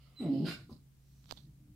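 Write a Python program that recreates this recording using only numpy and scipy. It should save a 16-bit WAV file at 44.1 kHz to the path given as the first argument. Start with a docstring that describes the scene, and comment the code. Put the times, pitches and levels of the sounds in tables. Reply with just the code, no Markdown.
"""Small dog growling indoors

In a room with a wooden floor a small dog squeaks through its nose, growls with a closed mouth,
its slack vocal folds ringing chest and throat, and ends in a muffled, airy woof. A soft thump follows.
Then a hand on the case ticks, taps and rustles right by the right microphone, over a low steady hum."""
import sys
import numpy as np
from scipy import signal
from scipy.fft import rfft, irfft
from scipy.io import wavfile

SR = 44100
rng = np.random.default_rng(int(sys.argv[2]) if len(sys.argv) > 2 else 0)


def to_wav(sig):
    """Store sig (one row per channel, or 1-D mono) as 16-bit WAV at the path in sys.argv[1].

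    Samples outside -1..1 are clipped; the rate is SR.
    """
    pcm = np.clip(np.atleast_2d(sig), -1, 1) * 32767
    pcm = np.round(pcm).astype(np.int16)
    wavfile.write(sys.argv[1], SR, pcm.T)  # frames by channels


N = 77175
T = np.arange(N) / SR
HZ = np.fft.rfftfreq(N, 1 / SR)

# pitch of the vocal folds (time [s], pitch [Hz])
GROWL_PITCH = [(.195, 288), (.21, 257.6), (.223, 231.8), (.237, 202), (.249, 180.2), (.262, 168.1),
               (.273, 155.7), (.285, 148), (.305, 139), (.325, 134), (.365, 135), (.39, 140), (.413, 138),
               (.435, 159.9), (.457, 161.7), (.478, 143), (.503, 170.1), (.55, 149.5)]
# parts of the growl (time [s], fundamental [dB], second harmonic [dB], overtones [dB], rasp [dB])
GROWL_LEVELS = [(.195, -60.5, -85.5, -85, -80), (.205, -38.5, -62.5, -59.5, -53.5),
                (.222, -38.5, -58, -50.5, -43), (.245, -43.5, -51, -51.5, -41),
                (.26, -35.5, -37.5, -45, -40.5), (.28, -35, -39.5, -47, -44), (.298, -43, -26, -53.5, -47),
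                (.318, -46.5, -28.5, -51.5, -43.5), (.342, -46, -32, -52, -42), (.40, -35, -32, -60, -41.5),
                (.42, -35.5, -41, -64.5, -39.5), (.437, -33, -43, -57, -37),
                (.455, -32, -45.5, -55.5, -36.5), (.48, -46.5, -55, -59.5, -40),
                (.501, -41, -55, -59.5, -40.5), (.525, -57, -59, -73.5, -52.5), (.64, -76, -85, -85, -63)]


def amp(db):
    """Decibels to gain."""
    return 10 ** (np.asarray(db) / 20)


def unit(x):
    """Scales to rms 1."""
    return x / np.sqrt(np.mean(abs(x) ** 2) + 1e-20)


def read(points, hz):
    """Reads a spectrum on a log-frequency axis."""
    f, value = np.transpose(points)
    return np.interp(np.log(hz + 1), np.log(f + 1), value)


def curve(table, column=1):
    """Reads one column of a table over time."""
    return np.interp(T, np.array(table)[:, 0], np.array(table)[:, column])


def level(table, column=1):
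    """A dB curve as a gain that dies away outside its span."""
    outside = np.maximum(table[0][0] - T, 0) + np.maximum(T - table[-1][0], 0)
    return amp(curve(table, column)) * np.exp(-outside * 200)


def filtered(x, response):
    """Applies a frequency response."""
    return irfft(rfft(x) * response, N)


def noise(colour):
    """Noise of a given spectrum, rms 1."""
    return unit(filtered(rng.standard_normal(N), amp(read(colour, HZ))))


def wander(rate_hz):
    """Random motion up to about the given rate, rms 1."""
    return unit(filtered(rng.standard_normal(N), np.exp(-(HZ / rate_hz) ** 2)))


def pan(db):
    """Constant-power gains for a left-minus-right level."""
    gains = np.array([amp(np.atleast_1d(db)), np.ones(np.size(db))])
    return gains / np.sqrt((gains ** 2).mean(0))


def click(start, colour):
    """A minimum-phase click of energy 1 with a given spectrum."""
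    log_gain = np.log(amp(read(colour, abs(np.fft.fftfreq(2048, 1 / SR)))))
    shape = np.fft.ifft(np.exp(np.conj(signal.hilbert(log_gain)))).real
    return np.concatenate([np.zeros(round(start * SR)), shape / np.linalg.norm(shape), np.zeros(N)])[:N]


def ring(start, t60, attack_s=0.00112):
    """Quick attack and exponential decay."""
    age = np.maximum(T - start, 0)
    return np.minimum(age / attack_s, 1) * np.exp(-np.log(1000) * age / t60)


def resonance(hz, half_width):
    """Frequency response of one ringing mode, gain 1 at its centre."""
    return 1 / (1 + 1j * (HZ - hz) / half_width)


def room_tone(floor_db=-68, waver_hz=8, drone_hz=298.8, drone_db=-67.5, drone_s=1.6):
    """Faint noise, a wavering hum and low rumble; a higher drone joins late."""
    floor_colour = [(20, -24), (55, -8.5), (80, -16), (130, -11), (200, -16.5), (300, -25), (500, -32.5),
                    (800, -36), (2000, -38), (5000, -39.5), (15500, -40)]  # steady noise (frequency [Hz], gain [dB])
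    likeness = [(30, 0.9), (200, 0.5), (500, 0.4), (1500, 0), (16000, 0)]  # that noise across the microphones (frequency [Hz], correlation [0-1])
    hum_tones = [(59.2, -66.5, 0.32), (135.3, -64.5, 0.11)]  # low hum (frequency [Hz], level [dB], waver [0-1])
    rumble_levels = [(0, -75), (.55, -56.5), (.76, -57.5), (.9, -75), (1.2, -68.5), (1.31, -60.5),
                     (1.4, -62), (1.47, -57.5), (1.56, -66.5), (1.67, -59), (1.75, -61.5)]  # murmur of the room (time [s], level [dB])
    rumble_colour = [(20, -20), (60, 0.5), (90, -4), (135, 5), (200, -4), (290, -10), (400, -27),
                     (1000, -45), (16000, -79.5)]  # its spectrum (frequency [Hz], gain [dB])
    left, other = noise(floor_colour), noise(floor_colour)
    same = read(likeness, HZ)
    right = filtered(left, same) + filtered(other, np.sqrt(1 - same ** 2))
    hum = np.zeros(N)
    for hz, db, waver in hum_tones:
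        drift = 1 + waver * (wander(waver_hz) + 1j * wander(waver_hz))
        hum += amp(db) * unit((drift * np.exp(2j * np.pi * hz * T)).real)
    fade_in = (1 + np.tanh((T - drone_s) / 0.024)) / 2
    drone = amp(drone_db) * unit(np.sin(2 * np.pi * drone_hz * T)) * fade_in
    rumble = level(rumble_levels) * noise(rumble_colour)
    return amp(floor_db) * np.array([left, right]) + hum + drone + rumble


def room(x, gap_s=0.0042):
    """Direct sound plus a short tail at each microphone; the treble leans to the right."""
    decay_times = [(100, .26), (300, 0.18), (1000, 0.22), (4000, 0.26), (14000, 0.13)]  # reverberation (frequency [Hz], t60 [s])
    tail_levels = [(100, -18.5), (330, -14.5), (600, -3), (1400, -2), (4000, 1.5), (14000, 13)]  # tail against direct sound (frequency [Hz], level [dB])
    balance = [(100, 0.5), (700, -1.5), (1300, 1), (2400, -3), (4400, -7), (6500, -1), (8100, -1.5),
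               (15000, -2)]  # stereo image (frequency [Hz], left minus right [dB])
    hz, t, spectra = signal.stft(rng.standard_normal((2, SR // 2)), SR, nperseg=256)
    t60 = read(decay_times, hz)[:, None]
    onset = np.clip(t / gap_s - 1, 0, 1)
    decay = np.exp(-np.log(1000) * t / t60) / np.sqrt(t60)
    tail = signal.istft(spectra * onset * decay, SR, nperseg=256)[1]
    wet = amp(read(tail_levels, HZ))
    response = (1 + wet * rfft(tail / np.linalg.norm(tail[0]), N)) / np.sqrt(1 + wet ** 2)
    return filtered(x, response * pan(read(balance, HZ)))


def hiss():
    """A faint high hiss swells before the ticks and fades after them."""
    swell = [(.95, -88.5), (1.1, -75.5), (1.22, -76), (1.3, -72.5), (1.4, -76.5), (1.48, -88)]  # course of the hiss (time [s], level [dB])
    colour = [(1000, -19), (3300, -12.5), (4100, -4.5), (4900, -9.5), (5900, -1), (6700, -12), (7600, -8),
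              (10000, -20), (14000, -6), (16000, -21)]  # its spectrum (frequency [Hz], gain [dB])
    return level(swell) * noise(colour)


def grip_crackle(slips_per_s=1800, spread_db=4.5):
    """Many tiny slips of a grip on the case, close on the right."""
    levels = [(1.285, -75), (1.304, -58.5), (1.313, -58.5), (1.317, -63), (1.322, -53), (1.33, -67),
              (1.355, -72.5), (1.38, -65.5), (1.42, -79)]  # crackle around the ticks (time [s], level [dB])
    colour = [(300, -2), (1200, -3), (2200, -10), (3500, 1.5), (4600, 0.5), (6000, -7), (8000, -10.5),
              (11000, -20), (13800, -10), (16000, -23)]  # one slip (frequency [Hz], gain [dB])
    slips = (rng.random(N) < slips_per_s / SR) * rng.choice([-1, 1], N)
    strength = amp(spread_db * np.clip(rng.standard_normal(N), -2, 2))
    crackle = unit(signal.fftconvolve(slips * strength, click(0, colour))[:N])
    return pan(db=-18) * level(levels) * crackle


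def case_ticks():
    """Sharp, dry ticks beside the right microphone."""
    ticks = [(1.2429, -44, -21), (1.2581, -41, -23), (1.292, -44, -20), (1.2943, -37, -23),
             (1.3037, -40, -18), (1.306, -37, -21), (1.3109, -15.5, -45), (1.3198, -34.5, -6)]  # handling ticks (time [s], level [dB], left minus right [dB])
    colour = [(100, -13), (400, -5.5), (1200, 0.5), (1900, -7), (2600, -2.5), (4900, 1), (6300, -11),
              (8000, -18), (10500, -34), (13500, -21), (16000, -36)]  # one tick (frequency [Hz], gain [dB])
    return sum(amp(db) * pan(side_db) * click(start, colour) for start, db, side_db in ticks)


def case_tap(start=1.324, tap_db=-17.5, push_db=-43, lag_s=0.0035, width_s=0.0014):
    """A duller tap at the right microphone; the case gives a little under it."""
    colour = [(60, 2), (250, 1), (700, 5.5), (1400, -6), (2000, -18), (2900, -20), (3600, -8), (4600, 1),
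              (5500, -17), (6500, -14), (8000, -16), (11000, -31), (13800, -17), (16000, -38)]  # the tap (frequency [Hz], gain [dB])
    push = amp(push_db) * np.exp(-((T - start - lag_s) / width_s) ** 2)
    return pan(db=-33) * (amp(tap_db) * click(start, colour) + push)


def hand_rustles(grain_depth=0.33, grain_hz=400):
    """Brief, grainy rubs of the hand, close on the right."""
    # strokes of the hand (peak time [s], rise [s], fall [s], level [dB], spectrum shift [ratio])
    strokes = [(.728, .018, 0.03, -62.5, 1.17), (1.307, 0.028, 0.021, -64.5, 1),
               (1.373, 0.0037, 0.022, -54, 1.014), (1.435, .015, 0.027, -71.5, 1.1)]
    colour = [(200, -3.5), (700, -11), (1800, -16.5), (2800, -16), (3350, 2.5), (4300, 1), (5100, -16),
              (7000, -23), (10000, -28), (13700, -24), (16000, -29)]  # rubbing noise (frequency [Hz], gain [dB])
    grain = unit(np.exp(grain_depth * wander(grain_hz)))
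    rub = np.zeros((2, N))
    for peak, rise, fall, db, ratio in strokes:
        shifted = [(hz * ratio, gain_db) for hz, gain_db in colour]
        envelope = np.exp(-np.maximum((peak - T) / rise, (T - peak) / fall))
        rub += amp(db) * envelope * np.array([noise(shifted), noise(shifted)])
    return pan(db=-12.5) * grain * rub


def thumps(knock_t60=0.16):
    """Soft blows out in the room ring a few low modes, each with a dull knock on top."""
    blows = [(0.6939, -53, 0.21, -53), (.716, -48, 0.19, -65), (0.744, -60, 0.11, -67.5)]  # impacts (time [s], body level [dB], body t60 [s], knock level [dB])
    modes = [(92, -5), (150, -5.5), (230, -3), (255, -9), (370, -13.5)]  # the struck body (frequency [Hz], gain [dB])
    knock_colour = [(100, -3), (400, 4), (600, -10.5), (1100, -5.5), (1600, -30), (4000, -28), (16000, -29)]  # the knock (frequency [Hz], gain [dB])
    out = np.zeros(N)
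    for start, body_db, t60, knock_db in blows:
        body = unit(sum(amp(db) * np.sin(2 * np.pi * hz * (T - start)) for hz, db in modes))
        out += amp(body_db) * ring(start, t60) * body
        out += amp(knock_db) * ring(start, knock_t60) * noise(knock_colour)
    return out


def nose_squeak(partials_db=(2.5, -17.5, -27), waver=0.008, air_db=-14.5, air_lag_s=0.024):
    """A thin, falling whistle in the nose that trails off into hiss."""
    whistle = [(.155, 4090, -80.5), (.168, 4050, -57.5), (.18, 3990, -49), (.197, 3900, -51.5),
               (.218, 3907, -64.5), (.24, 3890, -77.5), (.262, 4020, -63.5), (.30, 3905, -76)]  # course of the squeak (time [s], pitch [Hz], level [dB])
    air_colour = [(2000, -25.5), (3500, -19.5), (4000, -6), (4500, -26.5), (6800, -23), (7550, -9.5),
                  (8050, 3), (8700, -14), (9700, -10), (10700, -21), (11800, -13.5), (14000, -30)]  # trailing hiss (frequency [Hz], gain [dB])
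    hz = curve(whistle) * (1 + waver * wander(rate_hz=300))
    phase = 2 * np.pi * np.cumsum(hz) / SR
    tone = unit(sum(amp(db) * np.sin(k * phase) for k, db in enumerate(partials_db, 1)))
    flow = level(whistle, column=2)
    air = amp(air_db) * np.interp(T - air_lag_s, T, flow) * noise(air_colour)
    return pan(db=2) * (flow * tone + air)


def woof(flutter_depth=0.37, flutter_hz=160, ring_db=-2):
    """Air passes the nose, leaks at the lips, then bursts out in a fluttering puff that rings on."""
    nose_levels = [(0, -75), (.17, -72.5), (.192, -72), (.205, -59), (.26, -59), (.31, -75), (.43, -74.5)]  # air through the nose (time [s], level [dB])
    nose_colour = [(300, -4), (550, -0.5), (900, -7), (1320, 1), (1550, -13.5), (1850, -13.5), (2080, 1),
                   (2400, -9), (2830, -1.5), (3100, -6), (3600, -7), (4400, -14), (5200, -18),
                   (6000, -30.5), (16000, -28)]  # its spectrum (frequency [Hz], gain [dB])
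    lip_levels = [(0, -73), (.05, -75.5), (.13, -88), (.22, -75), (.31, -67), (.332, -60.5), (.38, -63.5),
                  (.443, -61.5), (.459, -43.5), (.49, -54.5), (.56, -74)]  # air past the lips (time [s], level [dB])
    lip_colour = [(300, -26), (2000, -27), (2450, -14.5), (2820, 0), (3150, -4), (3600, -8), (4300, -2.5),
                  (5150, -2.5), (5750, -26), (12000, -20), (16000, -33)]  # its spectrum (frequency [Hz], gain [dB])
    puff_levels = [(.445, -72), (.46, -55.5), (.475, -41.5), (.492, -43.5), (.52, -48), (.55, -62.5),
                   (.61, -65.5), (.67, -97)]  # the burst of air (time [s], level [dB])
    puff_colour = [(400, -10.5), (950, -8.5), (1400, -3.5), (1800, -7), (2250, -1.5), (2550, -4),
                   (3100, -10), (4200, -2.5), (4950, -8), (5900, -18.5), (8000, -17), (10000, -20.5),
                   (13500, -20), (16000, -50.5)]  # its spectrum (frequency [Hz], gain [dB])
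    modes = [(1446, 16, 8), (1544, 13, 15), (2781, 12, 16), (4946, 16, 5)]  # resonances it rings (frequency [Hz], half width [Hz], gain [dB])
    puff = level(puff_levels) * unit(noise(puff_colour) * np.exp(flutter_depth * wander(flutter_hz)))
    ringing = filtered(puff, sum(amp(db) * resonance(hz, width) for hz, width, db in modes))
    nose = level(nose_levels) * noise(nose_colour)
    lips = pan(db=-6.5) * level(lip_levels) * noise(lip_colour)
    return nose + lips + puff + amp(ring_db) * ringing


def rasp(jitter=0.35, jitter_hz=150, strength_spread=0.27):
    """Uneven slaps of the vocal folds ring the resonances of the chest and throat."""
    modes = [(120.7, 16, -4), (169.2, 17.8, -1.5), (237, 21, -0.5), (276.6, 14, 0.5), (321, 13, 2),
             (367, 16, -6), (443.8, 15, -8.5), (529.7, 13, -19), (592, 16, -21.5), (674, 16, -18.5),
             (801, 46, -24)]  # chest and throat (frequency [Hz], half width at -6 dB [Hz], gain [dB])
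    cycles = np.cumsum(curve(GROWL_PITCH) * np.exp(jitter * wander(jitter_hz))) / SR
    slaps = np.diff(np.floor(cycles), prepend=0)  # one impulse a cycle
    strength = np.exp(strength_spread * rng.standard_normal(N))
    body = sum(amp(db) * resonance(hz, width) ** 2 for hz, width, db in modes)
    return level(GROWL_LEVELS, column=4) * unit(filtered(slaps * strength, body))


def growl_tone(jitter=0.014, flutter_hz=65, chest_hz=254.3, chest_db=2.5):
    """Slack vocal folds slide down in pitch; the chest rings on and the throat picks out overtones."""
    roughness = [(.195, 0, .3), (.23, .33, .6), (.27, .25, .55), (.305, .18, .36), (.345, .42, .4),
                 (.39, .42, .6), (.42, .5, .85), (.445, .3, .85), (.475, .8, .95)]  # noisy part of the voice (time [s], harmonics 1-2 [0-1], overtones [0-1])
    throat = [(300, -10), (440, -4), (485, -13.5), (530, 11), (560, -4), (585, 0), (625, -9), (668, 0.5),
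              (730, -8), (790, -8), (830, -17), (1100, -24.5), (1600, -38), (2100, -27), (2400, -34),
              (4000, -45)]  # throat response (frequency [Hz], gain [dB])
    hz = curve(GROWL_PITCH) * (1 + jitter * wander(flutter_hz))
    phase = 2 * np.pi * np.cumsum(hz) / SR
    low_rough, high_rough = curve(roughness, column=1), curve(roughness, column=2)

    def harmonic(k, rough):
        """A pure partial blended with a narrow band of noise around it."""
        band = wander(flutter_hz) * np.cos(k * phase) + wander(flutter_hz) * np.sin(k * phase)
        return np.sqrt(2 * (1 - rough ** 2)) * np.cos(k * phase) + rough * band

    fundamental = level(GROWL_LEVELS, column=1) * harmonic(1, low_rough)
    chest = amp(chest_db) * filtered(fundamental, resonance(chest_hz, half_width=8))
    buzz = sum(harmonic(k, high_rough) for k in range(3, 28))
    overtones = level(GROWL_LEVELS, column=3) * unit(signal.fftconvolve(buzz, click(0, throat))[:N])
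    second = level(GROWL_LEVELS, column=2) * harmonic(2, low_rough)
    return fundamental + chest + second + overtones


def growl(low_cut_hz=108):
    """The pitched and the rasping part of the voice, with no deep bass."""
    high_pass = 1 / np.sqrt(1 + (low_cut_hz / (HZ + 1)) ** 10)
    return filtered(growl_tone() + rasp(), high_pass)


def scene():
    """The dog and the thumps out in the room, dry handling at the microphone, and room tone."""
    dog = growl() + woof() + nose_squeak()
    in_room = room(dog + thumps() + hiss())
    handling = case_ticks() + case_tap() + hand_rustles() + grip_crackle()
    return in_room + handling + room_tone()


def record(dry, edge_hz=15850):
    """The recorder's band limit."""
    low_pass = signal.firwin(511, edge_hz, window=("kaiser", 9), fs=SR)
    return signal.oaconvolve(dry, low_pass[None], "same")


dry = scene()
out = record(dry)
to_wav(out)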